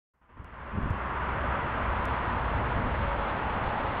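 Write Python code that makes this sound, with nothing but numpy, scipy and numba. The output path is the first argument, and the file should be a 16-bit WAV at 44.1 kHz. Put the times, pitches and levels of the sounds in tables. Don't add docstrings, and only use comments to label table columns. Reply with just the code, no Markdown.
import sys
import numpy as np
from scipy import signal
from scipy.fft import rfft, irfft
from scipy.io import wavfile
from scipy.ndimage import uniform_filter1d
from numba import njit

SR = 44100
rng = np.random.default_rng(int(sys.argv[2]) if len(sys.argv) > 2 else 0)


def to_wav(s):
    ch = np.atleast_2d(s).T
    pcm = np.round(np.clip(ch, -1, 1) * 32767)
    wavfile.write(sys.argv[1], SR, pcm.astype(np.int16))


N = 176400


def undb(db):
    return 10 ** (np.asarray(db) / 20)


def level(x, db):
    return x * undb(db) / np.sqrt(np.mean(x ** 2))


def noise():
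    return rng.standard_normal(N)


def curve(t, table, column):
    rows = np.array(table)
    return np.interp(t, rows[:, 0], rows[:, column])


def colour(x, points):
    hz, rows = np.maximum(np.fft.rfftfreq(N, 1 / SR), 1), np.array(points)
    gain_db = np.interp(np.log(hz), np.log(rows[:, 0]), rows[:, 1])
    return irfft(rfft(x) * undb(gain_db), N)


def wander(rate_hz):
    hold = int(SR / rate_hz)
    steps = np.repeat(rng.standard_normal(N // hold + 2), hold)
    return level(uniform_filter1d(uniform_filter1d(steps, hold), hold)[:N], 0)


@njit
def resonate(x, hz, width_hz):
    y, band_state, low_state = np.empty(len(x)), 0., 0.
    for i in range(len(x)):
        g, damping = np.tan(np.pi * hz[i] / SR), width_hz / hz[i]
        v = (band_state + g * (x[i] - low_state)) / (1 + g * (g + damping))
        band_state, low_state = 2 * v - band_state, low_state + 2 * g * v
        y[i] = damping * v
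    return y


def band(x, hz, width_hz):
    centre = hz * np.ones(N)
    return resonate(resonate(x, centre, float(width_hz)), centre, float(width_hz))


def lowpass(x, hz):
    return signal.sosfilt(signal.ellip(8, .2, 70, hz, fs=SR, output="sos"), x)


def swell(t, peak_s, half_width_s):
    return np.exp(-((t - peak_s) / half_width_s) ** 2)


# freq_hz, gain_db
HISS_SPECTRUM = [(1000, 0.5), (5000, -3), (9000, -4), (15000, -5.5)]

def faint_hiss():
    return level(colour(noise(), HISS_SPECTRUM), -94.5)


# start_s, impulse_db
STEP_CLICKS = [(.445, -40.5), (.828, -48), (.905, -36), (.982, -48), (1.058, -51), (2.055, -25)]

def step_clicks():
    impulses = np.zeros(N)
    for start_s, impulse_db in STEP_CLICKS:
        impulses[int(start_s * SR)] = undb(impulse_db)
    return band(impulses, hz=4200, width_hz=14000)


# freq_hz, gain_db
BLADE_SPECTRUM = [(500, -28.5), (1500, -2), (2300, -4), (2800, -3.5), (3450, -6.5), (3950, -15.5),
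                  (4450, -20.5), (4900, -32)]
# time_s, level_db
RUSTLE_LEVELS = [(0, -69.5), (1.5, -61), (2.3, -50.5), (2.8, -55), (3.4, -51.5), (3.85, -48.5), (4, -48)]

def grass(t, contacts_per_s=4200):
    contacts = (rng.random(N) < contacts_per_s / SR) * noise()
    return level(colour(contacts, BLADE_SPECTRUM), curve(t, RUSTLE_LEVELS, 1) + 2.1 * wander(22))


# centre_s, level_db, half_width_s
HARD_EDDIES = [(0.777, -17.5, 0.001), (.787, -15.5, .0015), (0.859, -18, 0.0015), (0.909, -14, 0.0034)]

def wind_thumps(t):
    return sum(undb(db) * 2 * (centre_s - t) / half_width_s * swell(t, centre_s, half_width_s)
               for centre_s, db, half_width_s in HARD_EDDIES)


# start_s, length_s, rumble_db, flutter_db
MIC_GUSTS = [(0.353, 0.068, -23.5, -30), (0.713, 0.2, -27.5, -32), (1.962, 0.11, -37.5, -56),
             (2.51, 0.11, -35, -38.5), (2.74, .13, -32, -36), (2.98, 0.085, -31, -39.5)]
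# freq_hz, gain_db
RUMBLE_SPECTRUM = [(10, -9.5), (30, -3), (80, 2.5), (130, -8), (260, -20.5), (700, -43), (2000, -72.5)]
# freq_hz, gain_db
FLUTTER_SPECTRUM = [(30, -14), (100, -2), (230, 2), (330, -9), (450, -16), (700, -33.5), (2000, -61)]

def wind_buffets(t, breeze_db=-38, attack_s=.03, release_s=.025):
    rumble_gain, flutter_gain = undb(breeze_db + 2.1 * wander(11)), 0
    for start_s, length_s, rumble_db, flutter_db in MIC_GUSTS:
        rise = np.clip((t - start_s) / attack_s, 0, 1)
        gust = rise * np.exp(-np.maximum(t - start_s - length_s, 0) / release_s)
        rumble_gain = np.hypot(rumble_gain, undb(rumble_db) * gust)
        flutter_gain += undb(flutter_db) * gust
    churn = undb(1.2 * wander(120))
    rumble = level(colour(noise() * churn, RUMBLE_SPECTRUM), 0)
    flutter = level(colour(noise() * churn, FLUTTER_SPECTRUM), 0)
    return rumble_gain * rumble + flutter_gain * flutter


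def singing_tyre(t, pitch_hz=563.6):
    phase = 2 * np.pi * np.cumsum(pitch_hz * (1 + .0035 * wander(25))) / SR
    tone = level(np.sin(phase) * undb(1.2 * wander(20)), -39.4)
    return tone * (swell(t, peak_s=3.07, half_width_s=.115) + .08)


# time_s, firing_hz, level_db
ENGINE_DRONE = [(0, 59.04, -38.5), (1.2, 60, -39), (1.36, 59.8, -40), (1.49, 62, -29.5), (1.62, 58.1, -49),
                (1.9, 60.65, -36.5), (2.42, 59.16, -39.5), (2.57, 59.5, -36.5), (2.92, 57.5, -39.5),
                (3.12, 54.97, -34), (3.42, 54, -42.5), (4, 59.3, -43.5)]

def engines(t):
    firing_hz = curve(t, ENGINE_DRONE, 1) * (1 + .066 * wander(25))
    phase = 2 * np.pi * np.cumsum(firing_hz) / SR
    lorry = level(band(noise(), hz=130, width_hz=33), -41) * swell(t, peak_s=2.8, half_width_s=.35)
    drone = level(np.sin(phase) * undb(2.1 * wander(20)), curve(t, ENGINE_DRONE, 2))
    return drone + lorry


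# freq_hz, gain_db
ROAD_SPECTRUM = [(20, -22.5), (70, -1.5), (130, 2.5), (165, -3), (210, 0.5), (320, -3.5), (440, -5),
                 (560, -4.5), (740, -3.5), (1000, 0.5), (1200, 0), (1550, -4.5), (2000, -8.5), (2400, -14),
                 (2750, -16), (3000, -20), (3450, -24), (3950, -41), (4450, -41.5), (4900, -48)]
# time_s, tread_db, tread_hz, body_db
TYRE_ROAR = [(0, -40.5, 1020, -55.5), (1.15, -43, 984, -45.5), (1.8, -40, 950, -42), (2.3, -38, 928, -44),
             (2.9, -40.5, 895, -40.5), (3.45, -38.5, 850, -43), (3.85, -35.5, 875, -38.5),
             (4, -36.5, 891, -46)]
# freq_hz, gain_db
DISTANCE_LOSS = [(1800, 0.5), (3000, -4), (3600, -5), (4000, -18), (4900, -25.5)]

def highway(t):
    road = level(colour(noise(), ROAD_SPECTRUM), -32.5)
    tread_hz = curve(t, TYRE_ROAR, 2) * (1 + .021 * wander(7.1))
    tread = level(band(noise(), tread_hz, width_hz=210), curve(t, TYRE_ROAR, 1) + 1.1 * wander(14))
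    body = level(band(noise(), hz=583, width_hz=325), curve(t, TYRE_ROAR, 3) + 1.2 * wander(14))
    nearer_tyres = level(band(noise(), hz=1300, width_hz=720), -39 + 1.1 * wander(28))
    nearer_tyres *= swell(t, peak_s=1.45, half_width_s=1.15)
    return road + colour(tread + body + nearer_tyres, DISTANCE_LOSS)


def scene():
    t = np.arange(N) / SR
    traffic = highway(t) + engines(t) + singing_tyre(t)
    return (traffic + wind_buffets(t) + wind_thumps(t) + grass(t))[None]


def record(dry):
    t = np.arange(N) / SR
    open_s, step_s, ramp_s = .138, .0767, .004
    fade_start_s, fade_length_s = .1, 1.475
    stepped_s = open_s + step_s * (np.floor((t - open_s) / step_s) + .5)
    progress = np.clip((stepped_s - fade_start_s) / fade_length_s, 0, 1)
    is_open = t > open_s
    fade = uniform_filter1d(np.sin(np.pi / 2 * progress) ** 2.02 * is_open, int(ramp_s * SR))
    dull = lowpass(dry, hz=4750)
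    return lowpass(dull * fade + faint_hiss() * is_open + step_clicks(), hz=15800)


dry = scene()
out = record(dry)
to_wav(out)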